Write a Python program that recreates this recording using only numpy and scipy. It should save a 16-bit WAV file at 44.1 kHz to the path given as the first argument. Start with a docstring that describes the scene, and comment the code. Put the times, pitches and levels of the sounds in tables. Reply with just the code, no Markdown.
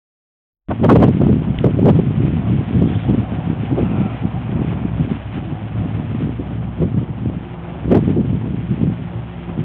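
"""Plow truck on a windy, snowy lot

A diesel plow truck crosses the lot and turns away, its exhaust and roar pulsing with the firing,
its steel blade scraping and squeaking faintly. A low hum, like an idling car, lies underneath.
The microphone is a narrow-band phone out in the wind: gusts buffet its port and overload it,
and right at the microphone a finger ticks once on the case."""
import sys
import numpy as np
from scipy.fft import rfft, irfft, next_fast_len
from scipy.io import wavfile
from scipy.ndimage import uniform_filter1d, map_coordinates

SR = 44100
rng = np.random.default_rng(int(sys.argv[2]) if len(sys.argv) > 2 else 0)


def file_out(sig):
    """Save sig as 16-bit WAV at sys.argv[1]."""
    # one column per channel
    cols = np.atleast_2d(sig).T
    # limit, then scale
    lim = np.clip(cols, -1, 1)
    pcm = np.round(lim * 32767).astype(np.int16)
    wavfile.write(sys.argv[1], SR, pcm)


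N = 425124


def truck(pulsing=0.21, jitter=0.02, rough_db=4, flicker_db=1.37, roar_trim_db=1.5, scrape_trim_db=3):
    """Three exhaust orders, with combustion roar and clatter that swell at each firing."""
    # Each row: time in seconds, firing rate in Hz.
    firing_rate = [(.7, 111.9), (2.5, 116.3), (4.7, 118.6), (5.2, 103.1), (5.7, 107), (6.3, 117),
                   (7, 117.9), (7.8, 118.4), (8.6, 116), (9.7, 118.8)]
    # Each row: time in seconds, exhaust level in dB at the firing rate and at three times that rate.
    exhaust_levels = [(.7, -37, -47), (2.5, -37.5, -47), (4, -33.5, -57), (4.7, -29.5, -51.5),
                      (5.2, -34, -49.5), (5.6, -37, -37.5), (6, -31, -57), (6.6, -33, -48.5),
                      (7.2, -34.5, -47), (7.7, -44, -43.5), (8.3, -33, -48), (9.7, -39.5, -44.5)]
    # Distance and heading set the noise. Each row: time in seconds, roar and clatter in dB before trim.
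    pass_levels = [(.7, -42, -50), (1.15, -38.5, -43), (1.45, -38, -47), (2.2, -40.5, -45),
                   (2.95, -38, -43), (3.55, -38, -44.5), (3.98, -34, -43), (4.3, -40, -45.5),
                   (4.6, -35.5, -45.5), (5.3, -40, -44.5), (5.7, -39, -46.5), (6.0, -39, -44.5),
                   (6.45, -39.5, -48), (7.2, -43, -49.5), (7.75, -38, -47.5), (8.4, -42.5, -48),
                   (9.1, -40, -47), (9.64, -40.5, -47.5)]
    # Engine roar, then clatter and scrape. Each row: frequency in Hz, relative density in dB.
    roar_spectrum = [(25, -35.5), (60, -2), (85, 6.5), (130, 1), (230, -2.5), (330, -3), (470, -3.5),
                     (620, -0.5), (760, -1.5), (930, -4.5), (1300, -10.5), (2000, -26), (3500, -45)]
    scrape_spectrum = [(400, -17), (1000, 0), (1400, 4), (1900, 3), (2500, 2.5), (3200, 0), (4500, -8)]
    phase = turning(curves(firing_rate)[0] * (1 + jitter * wobble(30)))
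    first_db, third_db = curves(exhaust_levels)
    roar_db, clatter_db = curves(pass_levels)
    orders = [(1, first_db), (2, first_db - 11), (3, third_db)]
    exhaust = sum(np.sqrt(2) * amp(db + rough_db * wobble(26)) * np.sin(k * phase) for k, db in orders)
    # six unequal cylinders repeat their pattern every two turns of the crank
    firing = unit(1 + pulsing * np.cos(phase) + 0.15 * np.cos(phase / 6))
    roar = amp(roar_db + roar_trim_db + flicker_db * wobble(16)) * noise(roar_spectrum)
    clatter = amp(clatter_db + scrape_trim_db + flicker_db * wobble(25)) * noise(scrape_spectrum)
    return exhaust + firing * (roar + clatter)


def blade(drone_hz=752, stutter_db=3.5, drone_trim_db=-0.5):
    """The steel blade drones as it drags, and rings or squeaks where it catches on packed snow."""
    # Each row: time in seconds, drone level in dB before trim.
    drag_levels = [(.7, -56), (2.5, -52), (3.0, -42.5), (3.6, -44.5), (4.2, -42.5), (5.1, -56.5),
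                   (5.55, -43.5), (6.1, -54.5), (7.1, -51), (7.9, -53), (9.7, -56.5)]
    # Each row: peak time in seconds, half length in seconds, pitch in Hz, level in dB.
    squeaks = [(1.573, 0.073, 3320, -54.5), (2.983, 0.16, 3327, -50), (4.02, .2, 2436, -47),
               (4.023, .16, 1330, -46), (4.661, 0.25, 2386, -50)]
    drone_db, = curves(drag_levels)
    drone_gain = amp(drone_db + drone_trim_db + stutter_db * wobble(22))
    steel = drone_gain * np.sin(turning(drone_hz * (1 + 0.065 * wobble(110))))
    for s, length, hz, db in squeaks:
        ring = np.sin(turning(hz * (1 + 0.067 * wobble(220))))
        steel += amp(db + stutter_db * wobble(45)) * swell(s, length) * ring
    return np.sqrt(2) * steel


def wind(buffet_db=-3, flutter_db=-7, brightening=0.2, lump_db=3, lull_db=-30, limit=0.65):
    """Turbulence at the microphone port: low buffeting, and a patter that grows with the air speed."""
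    # Buffeting, then the patter of small eddies. Each row: frequency in Hz, relative density in dB.
    buffet_spectrum = [(20, -62.5), (32, -40.5), (46, -25), (62, -11.5), (105, 1), (170, 1), (240, -6.5),
                       (330, -17), (450, -25.5), (800, -54)]
    flutter_spectrum = [(30, -51.5), (80, -15.5), (160, -1), (270, 1.5), (360, -6), (460, -13),
                        (600, -22.5), (900, -32.5), (1400, -40.5), (3500, -46)]
    level_db = wind_strength()
    lull_gain = 1 / (1 + amp(2 * (lull_db - level_db)))  # in the lulls the wind gives way to the engines
    buffet = amp(level_db + buffet_db + lump_db * wobble(55)) * even(noise(buffet_spectrum), span=0.025)
    patter = unit(coloured(puffs(rate=42, scatter_db=14), flutter_spectrum))
    flutter = amp(level_db + flutter_db + brightening * (level_db + 15.5)) * patter
    pressure = lull_gain * (buffet + lull_gain * flutter)
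    # a soft limit keeps the wind's rumble rounded and free of clicks
    return limit * np.tanh(pressure / limit)


def wind_strength(unrest_db=3):
    """Strength of the wind in dB: gusts add their power to a restless breeze."""
    # Each row: time in seconds, relative strength between gusts in dB.
    breeze = [(.75, -23.5), (1.35, -17), (1.55, -19.5), (2.1, -16.5), (3.0, -17), (3.4, -23), (3.9, -17.5),
              (4.2, -25.5), (4.75, -22), (5.6, -27.5), (6.0, -19.5), (6.6, -25.5), (7.2, -23), (7.7, -31),
              (8.1, -20.5), (8.55, -22), (9.05, -26), (9.4, -27.5)]
    # Each row: peak time in seconds, half length in seconds, relative strength in dB.
    gusts = [(0.972, 0.15, -8), (1.276, 0.13, -10.5), (1.663, 0.041, -15), (1.887, 0.097, -8),
             (2.194, 0.12, -16.5), (2.513, .05, -15), (2.811, .06, -16), (3.105, 0.045, -15),
             (3.499, .07, -20), (3.834, .04, -15), (4.026, .045, -16.5), (4.252, .025, -15.5),
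             (4.595, 0.13, -16.5), (5.046, .1, -21.5), (5.397, .04, -22.5), (5.822, 0.087, -18.5),
             (6.196, .12, -25), (6.832, 0.039, -12), (6.988, 0.048, -16), (7.366, .02, -19),
             (7.944, 0.075, -10.5), (8.17, 0.17, -15), (8.719, .025, -12), (8.844, 0.051, -12.5),
             (9.594, 0.04, -18)]
    breeze_db, = curves(breeze)
    power = amp(breeze_db + unrest_db * wobble(22)) ** 2
    for s, length, db in gusts:
        power += (amp(db) * swell(s, length)) ** 2
    return 10 * np.log10(power)


def puffs(rate, scatter_db):
    """An irregular train of pushes and pulls of air, about rate a second, of scattered size."""
    gap, direction, strength = rng.random((2000, 3)).T
    at = (np.cumsum(0.25 + 1.5 * gap) * SR / rate).astype(int)
    sizes = np.sign(direction - 0.5) * amp(scatter_db * strength)
    return np.bincount(at[at < N], sizes[at < N], N)


def eddies(trim_db=-4, steepness=4.11, rasp_db=-25, low_cut_hz=190, rise_ratio=0.86):
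    """Each strong eddy thumps on the port: a brief puff that falls off steeply above its corner."""
    # Each row: peak time in seconds, width in seconds, level in dB before trim, corner in Hz.
    thumps = [(0.715, 0.0083, -14, 890), (0.847, 0.01, -6.5, 651), (.901, .009, -6.5, 1118),
              (.923, 0.012, -3.5, 439), (0.959, .007, -4.5, 536), (1.007, 0.011, -6, 378),
              (1.036, 0.012, -5.5, 667), (1.087, .007, -7.5, 353), (1.218, .007, -5.5, 321.5),
              (1.295, .008, -8.5, 353), (1.645, .004, -4, 414.4), (1.669, .016, -9.5, 390),
              (1.793, 0.0046, -8, 323), (1.867, .022, -6, 349), (1.894, .009, -7, 658),
              (1.995, 0.004, -3.5, 281.4), (2.821, 0.007, -9, 290), (3.096, .004, -9, 300),
              (3.142, .005, -8, 266), (3.729, 0.0044, -11, 276), (3.79, 0.017, -13, 503),
              (4.854, 0.0056, -10.5, 210), (5.118, 0.0054, -9.5, 245), (6.399, .006, -17.5, 342),
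              (6.827, 0.013, -9.5, 346), (7.923, .013, -5.5, 443), (7.951, 0.0063, -5, 589),
              (7.973, 0.011, -6, 417.5), (8.18, .02, -12, 311), (8.838, .008, -11, 220)]
    out, size = np.zeros(N + SR), SR // 5
    t = (np.arange(size) - size // 2) / SR
    hz = np.fft.rfftfreq(size, 1 / SR) + 1
    for s, width, db, corner_hz in thumps:
        body = 1 / np.hypot(1, (hz / corner_hz) ** steepness)
        # only the brightest eddies carry a rasp that reaches far above the corner
        brightness = 1 / (1 + (520 / corner_hz) ** 6)
        rasp = amp(rasp_db) * brightness / np.hypot(1, hz / 1800)
        colour = (body + rasp) / np.hypot(1, (low_cut_hz / hz) ** 3)
        rush = unit(irfft(rfft(rng.standard_normal(size)) * colour, size))
        shape = np.exp(-(t / (width * np.where(t < 0, rise_ratio, 1))) ** 2 / 2)
        out[round(s * SR) - size // 2:][:size] += amp(db + trim_db) * shape * even(rush, span=0.006)
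    return out[:N]


def finger_tick(at_s=1.5883, ring_db=-22, push_db=-11):
    """A finger on the phone: a short ring of the plastic case on top of one low push."""
    # Each row: frequency in Hz, relative density in dB.
    case_spectrum = [(1200, -34), (1800, 1), (2600, -6), (3500, 6), (4500, -33)]
    ring = even(noise(case_spectrum), span=0.001)
    return swell(at_s, 0.0014) * (amp(ring_db) * ring + amp(push_db))


def hum(waver_db=3):
    """The wavering tones of an idling engine, and a low drone that rises as the truck leaves."""
    # Each row: frequency in Hz, level in dB.
    idle_tones = [(43.3, -52), (65.2, -38.5), (108.5, -41), (259, -50)]
    # Each row: time in seconds, pitch in Hz, level in dB.
    drone_path = [(.7, 167.1, -43), (6.9, 169, -42.5), (7.5, 170.6, -39), (8.5, 169.7, -36.5),
                  (9.05, 172.4, -30.5), (9.4, 174, -35.5), (9.7, 175.2, -31.5)]
    speed = 1 + 0.012 * wobble(9)
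    idle = sum(amp(db + waver_db * wobble(6.6)) * np.sin(turning(hz * speed)) for hz, db in idle_tones)
    drone_hz, drone_db = curves(drone_path)
    drone = amp(drone_db + waver_db * wobble(6)) * np.sin(turning(drone_hz + 3.5 * wobble(30)))
    return np.sqrt(2) * (idle + drone)


def amp(db):
    """Decibels to gain."""
    return 10 ** (np.asarray(db) / 20)


def unit(x):
    """Scale to rms 1."""
    return x / np.sqrt(np.mean(x ** 2) + 1e-20)


def curves(rows):
    """One value per sample for each column after the time."""
    s, *columns = np.transpose(rows)
    return [np.interp(np.arange(N) / SR, s, column) for column in columns]


def wobble(rate):
    """A smooth random curve, rate knots a second."""
    knots = rng.standard_normal(int(N * rate / SR) + 4)
    return map_coordinates(knots, [np.arange(N) * rate / SR])


def filtered(x, response):
    """x through a response given as a function of Hz."""
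    size = next_fast_len(N + SR // 2)
    return irfft(rfft(x, size) * response(np.fft.rfftfreq(size, 1 / SR)), size)[:N]


def coloured(x, points):
    """x through a spectrum of (Hz, dB) points on a log axis."""
    point_hz, db = np.transpose(points)
    return filtered(x, lambda hz: amp(np.interp(np.log(hz + 1), np.log(point_hz), db)))


def noise(points):
    """Noise of rms 1 with the given spectrum."""
    return unit(coloured(rng.standard_normal(N), points))


def even(x, span):
    """x at rms 1, its strength held steady over spans of this many seconds."""
    size = max(int(span * SR), 2)
    power = uniform_filter1d(uniform_filter1d(x ** 2, size), size)
    return unit(x / np.sqrt(np.abs(power) + 1e-6))


def swell(s, length):
    """A bell-shaped envelope about time s, down to 1/e at length seconds either side."""
    return np.exp(-np.minimum(((np.arange(N) / SR - s) / length) ** 2, 50))


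def turning(hz):
    """Phase of something that turns at hz."""
    return 2 * np.pi * np.cumsum(hz) / SR


def scene():
    """Everything that reaches the one microphone on the lot."""
    return (truck() + blade() + hum() + wind() + eddies() + finger_tick())[None]


def record(dry, start_s=0.686, ceiling=0.705, top_hz=15800):
    """The phone switches on, keeps the lows and the voice band, and clips on the hardest gusts."""
    # Each row: frequency in Hz, gain in dB.
    phone_response = [(20, -6), (45, 1.5), (3200, 0.5), (3500, -2.5), (3900, -11.5), (4300, -21.5),
                      (4700, -66), (5200, -100)]
    switched_on = np.arange(N) / SR > start_s
    narrow_band = coloured(dry[0] * switched_on, phone_response)
    clipped = np.clip(narrow_band, -ceiling, ceiling)
    return filtered(clipped, lambda hz: hz < top_hz)[None]


dry = scene()
out = record(dry)
file_out(out)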